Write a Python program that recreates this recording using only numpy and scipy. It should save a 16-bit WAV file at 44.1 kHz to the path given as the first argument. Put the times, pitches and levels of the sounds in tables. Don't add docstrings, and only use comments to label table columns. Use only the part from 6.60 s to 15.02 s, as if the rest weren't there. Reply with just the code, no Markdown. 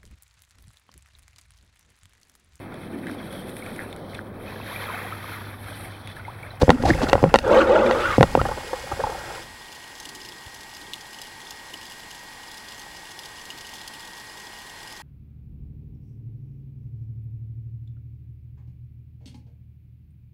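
import sys
import numpy as np
from scipy import signal
from scipy.fft import rfft, irfft
from scipy.io import wavfile
from scipy.ndimage import uniform_filter1d

SR = 44100
rng = np.random.default_rng(int(sys.argv[2]) if len(sys.argv) > 2 else 0)


def generate_wav(signal):
    frames = np.transpose(np.atleast_2d(signal))
    scaled = np.clip(frames, -1, 1) * 32767
    pcm = np.round(scaled).astype(np.int16)
    wavfile.write(sys.argv[1], SR, pcm)


N = 371322
T = np.arange(N) / SR
FRAME_HZ = 29.97

# f/Hz, relative level/dB
DULL_HISS_SPECTRUM = [(20, -2), (80, -3.5), (250, -5), (350, -4.5), (480, -7.5), (660, -11), (850, -3),
                      (1100, -6), (1350, -8), (1600, -4.5), (2050, -5.5), (2600, -10.5)]
BRIGHT_HISS_SPECTRUM = [
    (1530, -38), (2600, -9), (2810, -0.5), (3340, 4), (3950, -3), (4200, 1.5), (4530, -2), (4920, -0.5),
    (6830, -5.5), (7830, -1.5), (8320, -7), (9910, -0.5), (10700, -6.5), (14200, -16), (16000, -21)]
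# f/Hz, width/Hz, gain/dB
CAVITY_BANDS = [(830, 243, 4), (1360, 25, -12), (2540, 53, -0.5), (5000, 300, 2.5), (8340, 420, -3.5),
                (9930, 310, 7.5), (10210, 600, -11.5)]
# f/Hz, early level/dB, late level/dB
WHINE_TONES = [(1606, -56, -59), (1894, -51, -49), (2181, -55, -62), (2468, -57, -66), (2756, -64, -65),
               (4203, -66, -62), (4779, -64, -66), (7595, -65, -67), (7882, -66, -68), (9617, -68, -73),
               (9904, -65, -65.5), (10191, -72, -73), (15735, -77, -82)]
# t/s, gain/dB
ELECTRONICS_GAIN = [(.08, 1), (.17, -5), (.3, 4.5), (.6, -1), (.81, -6.5), (.95, 1), (1.15, -6),
                    (1.42, 3.5), (2.8, 2.5), (2.85, -1.27), (8.42, -0.17)]

# f/Hz, level/dB, t60/s
WALL_MODES = [(2935, -4, 0.01), (3405, -4, 0.0081), (3820, -13.5, 0.0044), (5035, -6.5, 0.01),
              (6330, -12, 0.015), (7500, -21, 0.0026), (10100, -16.5, .003)]
# f/Hz, gain/dB
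SNAP_RESPONSE = [(1200, -30), (2400, -36), (2900, 3.5), (5200, 3), (8000, -2.5), (12000, -4.5),
                 (15500, -15)]
# t/s, level/dB
NEAR_SNAPS = [(3.4, -27.5), (3.4532, -24), (3.4895, -27), (3.5499, -27.5), (3.6878, -28), (3.9438, -32),
              (4.3344, -19), (4.5456, -34), (4.616, -23), (4.907, -24), (5.1397, -25), (5.9793, -32),
              (6.5905, -22.5), (6.903, -24), (6.976, -32), (7.1377, -28), (7.2769, -25.5), (8.2742, -29)]

# t/s, level/dB
FLOW_LEVEL = [(0, -38), (.18, -33.5), (.27, -21), (.45, -30), (1.55, -37.5), (1.85, -28.5), (2.08, -49),
              (2.45, -40), (3, -55)]
WASH_LEVEL = [(0, -38.5), (.17, -35.5), (.43, -28), (.82, -38), (1.65, -38), (1.88, -41), (2.0, -40),
              (2.78, -38.5), (2.9, -64)]
# t/s, duration/s, level/dB
SWIRLS = [(3.38, 0.43, -50.5), (4.15, 0.24, -54), (5.11, 0.074, -48), (6.9, 0.11, -51)]
# t/s, relative level/dB
GURGLES = [(1.852, -12.5), (1.886, -18.5), (1.912, -18.5), (1.974, -22), (2.13, -14.5), (2.315, -15.5),
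           (2.392, -19), (2.400, -17.5), (2.436, -12), (2.466, -18), (2.494, -23), (2.518, -27),
           (2.545, -25), (2.701, -27.5)]
# t/s, big-bubble level/dB, small-bubble level/dB
CLOUD_LEVELS = [(0.82, -55, -56), (0.846, -23.5, -35.5), (0.906, -15.5, -29), (1.018, -15, -20.5),
                (1.05, -22, -32.5), (1.106, -15.5, -29.5), (1.318, -17.5, -29), (1.326, -19.5, -32.5),
                (1.528, -33.5, -25.5), (1.57, -41, -33)]
# t/s, starting f/Hz, duration/s, level/dB
BLOOPS = [(.113, 217, 0.053, -15.5), (0.172, 217, 0.098, -28), (0.248, 696, .022, -12),
          (0.284, 269, 0.038, -14.5), (0.302, 1640, 0.0094, -10.5), (0.333, 1750, 0.0077, -23),
          (.428, 248, 0.025, -17), (.532, 490, 0.023, -12), (0.649, 139, 0.046, -16.5),
          (0.905, 516.5, .046, -10.5), (.945, 470.5, 0.077, -12), (1.09, 475, 0.061, -11),
          (1.119, 540.6, 0.0634, -14.5), (1.151, 1230, 0.02, -17), (1.427, 1220, 0.046, -21.5),
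          (1.585, 123.5, 0.039, -10), (1.608, 178, 0.029, -12), (1.788, 1145, 0.022, -17)]
# f/Hz, relative level/dB
FLOW_SPECTRUM = [(11, -38), (18, 4), (65, 8.5), (193, -3.5), (254, -3.5), (317, -7.5), (400, -13),
                 (520, -48), (880, -120)]
SWIRL_SPECTRUM = [(50, -10), (90, 2), (200, -4), (345, 6.5), (450, -2)]
WASH_SPECTRUM = [(120, -50), (200, -32), (279, -29), (335, -1), (377, -6.5), (525, 9), (673, -7), (741, -1),
                 (825, 3), (1060, -9.5), (1250, -7), (1430, -3), (2520, -23), (2600, -9), (3380, -29),
                 (5720, -120)]
GURGLE_SPECTRUM = [(300, -12.5), (520, 6.5), (660, -6), (820, 9.5), (1000, -5.5), (1400, -7), (1800, -16.5)]
CLOUD_SPECTRUM = [(88, -53), (150, -28.5), (238, -7.5), (273, -19), (336, -3.5), (419, -9), (533, 3.5),
                  (701, -16), (846, -6.5), (1020, -15.5), (1440, -14.5), (1930, -27), (3510, -34),
                  (5030, -46), (9000, -53), (11700, -94), (19800, -120)]

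# t/s, duration/s, level/dB
SCUFFS = [(0.012, .016, -14), (.221, 0.01, -26), (.250, 0.019, -19), (.266, 0.051, -17), (.412, 0.044, -20),
          (0.482, 0.017, -19)]
# f/Hz, relative level/dB
SCUFF_SPECTRUM = [(88, -32), (150, -2), (283, 2.5), (787, -0.5), (1030, -9.5), (2020, -16), (2400, -20.5),
                  (4290, -18.5), (11500, -40.5), (15000, -53)]
# t/s, peak level/dB
SHOVES = [(.034, -7), (0.092, -10.5), (.306, -16), (0.552, -13), (1.493, -24), (1.635, -13), (1.813, -17),
          (2.338, -23), (2.444, -26), (3.871, -36)]
# f/Hz, level/dB, t60/s
HOUSING_MODES = [(286, -8.5, 0.025), (544, -8.5, 0.042), (800, 1, 0.0098), (996, -5, 0.011),
                 (1390, -10, 0.017), (1897, -6.5, 0.015), (2260, -16, 0.001), (2800, -3, 0.011),
                 (3750, -3, 0.0085), (4380, -1.5, 0.0096), (5870, -6, 0.011), (7950, -13, 0.017)]
# t/s, peak level of the ring/dB, contact time/ms
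KNOCKS = [(0.0208, -6, 0.2), (0.0308, -3, 0.34), (.081, -4.5, 0.34), (.093, 7.5, 0.26), (.1037, 8, 0.049),
          (.117, -12, 0.21), (0.2371, -9, 0.27), (.307, -11, 0.58), (.418, -12, 0.069),
          (.4973, -8.5, 0.0093), (.531, 7, 0.058), (.554, -2, 0.13), (.58, -14, 0.093), (.629, -4.5, 0.48),
          (0.6398, 3, 0.22), (0.66, -13, 0.33), (.7412, 12, 0.1), (.75, -1.5, .05), (.758, 3.5, 0.029),
          (.788, -5.5, .009), (1.311, -3.5, 0.038), (1.582, 0.5, 0.45), (1.609, 6.5, 0.15),
          (1.629, 7.5, 0.046), (1.6374, -3.5, 0.24), (1.752, 3.5, .12), (1.775, -6.5, 0.35),
          (1.815, -6.5, 0.059)]


def from_db(db):
    return 10 ** (np.asarray(db) / 20)


def envelope(rows, column=1):
    rows = np.array(rows)
    return from_db(np.interp(T, rows[:, 0], rows[:, column], left=-120, right=-120))


def add(track, start_s, sound):
    i = int(np.clip(round(start_s * SR), 0, N - 1))
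    track[i:i + len(sound)] += sound[:N - i]


def swells(rows):
    out = np.zeros(N)
    for start_s, duration, db in rows:
        add(out, start_s, from_db(db) * np.sin(np.linspace(0, np.pi, int(duration * SR))))
    return out


def coloured(x, spectrum, humps=()):
    hz = np.maximum(np.arange(N // 2 + 1) * SR / N, 1)
    knot_hz, knot_db = np.transpose(spectrum)
    octaves_outside = np.abs(np.log2(hz / np.clip(hz, knot_hz[0], knot_hz[-1])))
    gain_db = np.interp(np.log(hz), np.log(knot_hz), knot_db) - 36 * octaves_outside
    for centre, width, hump_db in humps:
        gain_db += hump_db * np.exp(-.5 * ((hz - centre) / width) ** 2)
    shaped = irfft(rfft(x) * from_db(gain_db), N)
    return shaped / np.sqrt(np.mean(shaped ** 2) + 1e-20)


def noise(spectrum, humps=()):
    return coloured(rng.standard_normal(N), spectrum, humps)


def evened(x, span_s):
    power = uniform_filter1d(x ** 2, int(span_s * SR))
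    return x / np.sqrt(np.abs(power) + 1e-9)


def modal_ring(modes, spread_db, samples):
    hz, db, t60 = np.array(modes).T[:, :, None]
    hz = hz + rng.uniform(-1, 1, hz.shape) * np.minimum(.5 / t60, hz / 10)
    db = db + spread_db * rng.standard_normal(db.shape)
    t = T[:samples]
    return np.sum(from_db(db - 60 * t / t60) * np.sin(2 * np.pi * hz * t), axis=0)


def swarm(low_hz, high_hz, cycles, rise, spread_db, rush_db, count, span_s=3):
    out = np.zeros(N)
    for birth, pitch, size, life in rng.random((count, 4)):
        hz = low_hz + (high_hz - low_hz) * pitch
        t60 = cycles * (.5 + life) / hz
        t = T[:int(t60 * SR)]
        onset = 1 - np.exp(-hz * t / 2)
        amplitude = np.sqrt(hz) * from_db(spread_db * size - 60 * t / t60) * onset
        add(out, span_s * birth, amplitude * np.sin(2 * np.pi * hz * t * (1 + rise * t / t60)))
    rush = from_db(rush_db) * noise([(low_hz, 0), (high_hz, 0)])
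    return out / np.std(out[T < span_s]) + rush


def hiss():
    dull = from_db(-46) * noise(DULL_HISS_SPECTRUM, CAVITY_BANDS)
    bright = from_db(-48) * noise(BRIGHT_HISS_SPECTRUM, CAVITY_BANDS)
    return dull + bright


def whine(flat_hz=11.1, colour_change_s=2.83):
    lag_cycles = flat_hz * (T % (1 / FRAME_HZ))
    out = np.zeros(N)
    for hz, early_db, late_db in WHINE_TONES:
        rms = np.where(T < colour_change_s, from_db(early_db), from_db(late_db))
        out += rms * np.sqrt(2) * np.sin(2 * np.pi * (hz * T - lag_cycles + rng.random()))
    return out


def soft_pips(pip_hz=880, t60=0.02, clock_hz=12.607, overlap_cycles=0.17):
    out = np.zeros(N)
    for start_s in np.arange(.009, T[-1], 1 / (2 * FRAME_HZ)):
        cycles_apart = (start_s * clock_hz + .5) % 1 - .5
        coincidence = np.exp(-(cycles_apart / overlap_cycles) ** 2)
        pip = modal_ring([(pip_hz, 0, t60)], spread_db=1.5, samples=1500)
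        add(out, start_s, from_db(-47 + 10 * coincidence) * pip)
    return out


def snap(echo_db=-4, echo_s=0.0042, scatter_s=0.0028):
    ring = modal_ring(WALL_MODES, spread_db=7, samples=1000)
    t = T[:len(ring)]
    scatter = rng.standard_normal(len(t)) * np.exp(-t / scatter_s)
    response = from_db(np.interp(np.fft.rfftfreq(len(t), 1 / SR), *np.transpose(SNAP_RESPONSE)))
    taper = (1 - np.exp(-t / 0.00054)) * (1 - t / t[-1])
    direct = irfft(rfft(ring + scatter) * response) * taper
    echo = np.interp(t - echo_s * rng.uniform(.65, 1.5), t, direct, left=0)
    return (direct - from_db(echo_db) * echo) / np.abs(direct).max()


def shrimp(near_gain_db=-0.5, far_db=-40, far_count=500):
    out = np.zeros(N)
    for start_s, db in NEAR_SNAPS:
        add(out, start_s, from_db(db + near_gain_db) * snap())
    for when, nearness in rng.random((far_count, 2)):
        add(out, when * T[-1], from_db(far_db + 10 * nearness ** 2) * snap())
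    return out


def swirls():
    return swells(SWIRLS) * noise(SWIRL_SPECTRUM)


def flow():
    return envelope(FLOW_LEVEL) * evened(noise(FLOW_SPECTRUM), span_s=0.065)


def wash():
    froth = swarm(165, 2650, cycles=12, rise=0.083, spread_db=28, rush_db=-9.5, count=4500)
    return envelope(WASH_LEVEL) * evened(coloured(froth, WASH_SPECTRUM), span_s=0.035)


def gurgles(gain_db=-6.5, swell_s=0.0039, linger_db=-13, linger_s=0.027):
    t = T[:SR // 7]
    burst = t / swell_s * np.exp(1 - t / swell_s)
    tail = from_db(linger_db) * (1 - np.exp(-t / swell_s)) * np.exp(-t / linger_s)
    flares = np.zeros(N)
    for start_s, db in GURGLES:
        add(flares, start_s, from_db(db + gain_db) * (burst + tail))
    bubbles = swarm(292.6, 1828, cycles=21.8, rise=0.18, spread_db=11, rush_db=-20.5, count=2500)
    return flares * evened(coloured(bubbles, GURGLE_SPECTRUM), span_s=0.0059)


def air_cloud():
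    big = swarm(165.8, 1122, cycles=35, rise=0.1, spread_db=9, rush_db=-3.5, count=3000)
    small = swarm(1111, 8340, cycles=87, rise=0.055, spread_db=16, rush_db=-7, count=9000)
    big = evened(coloured(big, CLOUD_SPECTRUM), span_s=0.019) * envelope(CLOUD_LEVELS, column=1)
    small = evened(coloured(small, CLOUD_SPECTRUM), span_s=0.035) * envelope(CLOUD_LEVELS, column=2)
    return from_db(-0.5) * big + from_db(2) * small


def bloops(rise=0.267, wobble_depth=0.37):
    out = np.zeros(N)
    for start_s, hz, duration, db in BLOOPS:
        age = np.linspace(0, 1, int(duration * SR))
        cycles = np.cumsum(hz * (1 + rise * age)) / SR
        wobble = wobble_depth * np.interp(cycles / 3, np.arange(64), rng.standard_normal(64))
        amplitude = from_db(db) * np.sin(np.pi * age) * (1 + wobble)
        add(out, start_s, amplitude * np.sin(2 * np.pi * cycles + wobble))
    return out


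def scuffs(unevenness_db=4):
    slips = rng.standard_normal(N) * from_db(unevenness_db * np.minimum(rng.exponential(1, N), 5))
    return coloured(slips, SCUFF_SPECTRUM) * swells(SCUFFS)


def shoves(flex_hz=84):
    out = np.zeros(N)
    t = T[:SR // 10] - .05
    flex = np.cos(2 * np.pi * flex_hz * t) * np.exp(-(1.9 * flex_hz * t) ** 2)
    for peak_s, db in SHOVES:
        add(out, max(peak_s + t[0], 0), from_db(db) * flex[t > -peak_s])
    return out


def knocks(usual_contact_ms=0.12, crack_s=0.0099, thump_t60=0.074):
    out = np.zeros(N)
    t = T[:4000]
    stiff_wall = signal.butter(2, 240, "high", fs=SR, output="sos")
    damped_wall = signal.butter(1, 9000, "low", fs=SR, output="sos")
    mode_hz, mode_db, mode_t60 = np.transpose(HOUSING_MODES)
    for start_s, db, contact_ms in KNOCKS:
        softness = np.log2(contact_ms / usual_contact_ms)
        favoured_hz = 864 / 2 ** (0.4 * softness)
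        excited_db = mode_db - 6.5 * np.abs(np.log2(mode_hz / favoured_hz))
        ring = modal_ring(np.transpose([mode_hz, excited_db, mode_t60]), spread_db=1.4, samples=len(t))
        crack = from_db(-27) * rng.standard_normal(len(t)) * np.exp(-t / crack_s)
        impulse_response = signal.sosfilt(damped_wall, ring + crack)
        force = t * np.exp(-t * 1000 / contact_ms)
        knock = signal.sosfilt(stiff_wall, signal.fftconvolve(impulse_response, force)[:len(t)])
        thump_hz = 210.4 / 2 ** (0.353 * max(softness, 0))
        thump_db = -19.5 + 9.5 * softness - 60 * t / thump_t60
        thump = from_db(thump_db) * np.sin(2 * np.pi * thump_hz * t) * (1 - np.exp(-t / 0.0036))
        add(out, start_s, from_db(db) * (knock / np.abs(knock).max() + thump))
    return out


def scene():
    handling = knocks() + shoves() + scuffs()
    underwater = bloops() + air_cloud() + wash() + flow() + gurgles() + swirls() + shrimp()
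    electronics_gain = from_db(np.interp(T, *np.transpose(ELECTRONICS_GAIN)))
    electronics = (hiss() + whine()) * electronics_gain + soft_pips()
    return (electronics + underwater + handling)[None]


def record(dry, cutoff_hz=16100):
    overloaded = dry / (1 + dry ** 8) ** (1 / 8)
    low_pass = signal.ellip(10, .1, 80, cutoff_hz, fs=SR, output="sos")
    return signal.sosfilt(low_pass, overloaded)


dry = scene()
out = record(dry)
generate_wav(out)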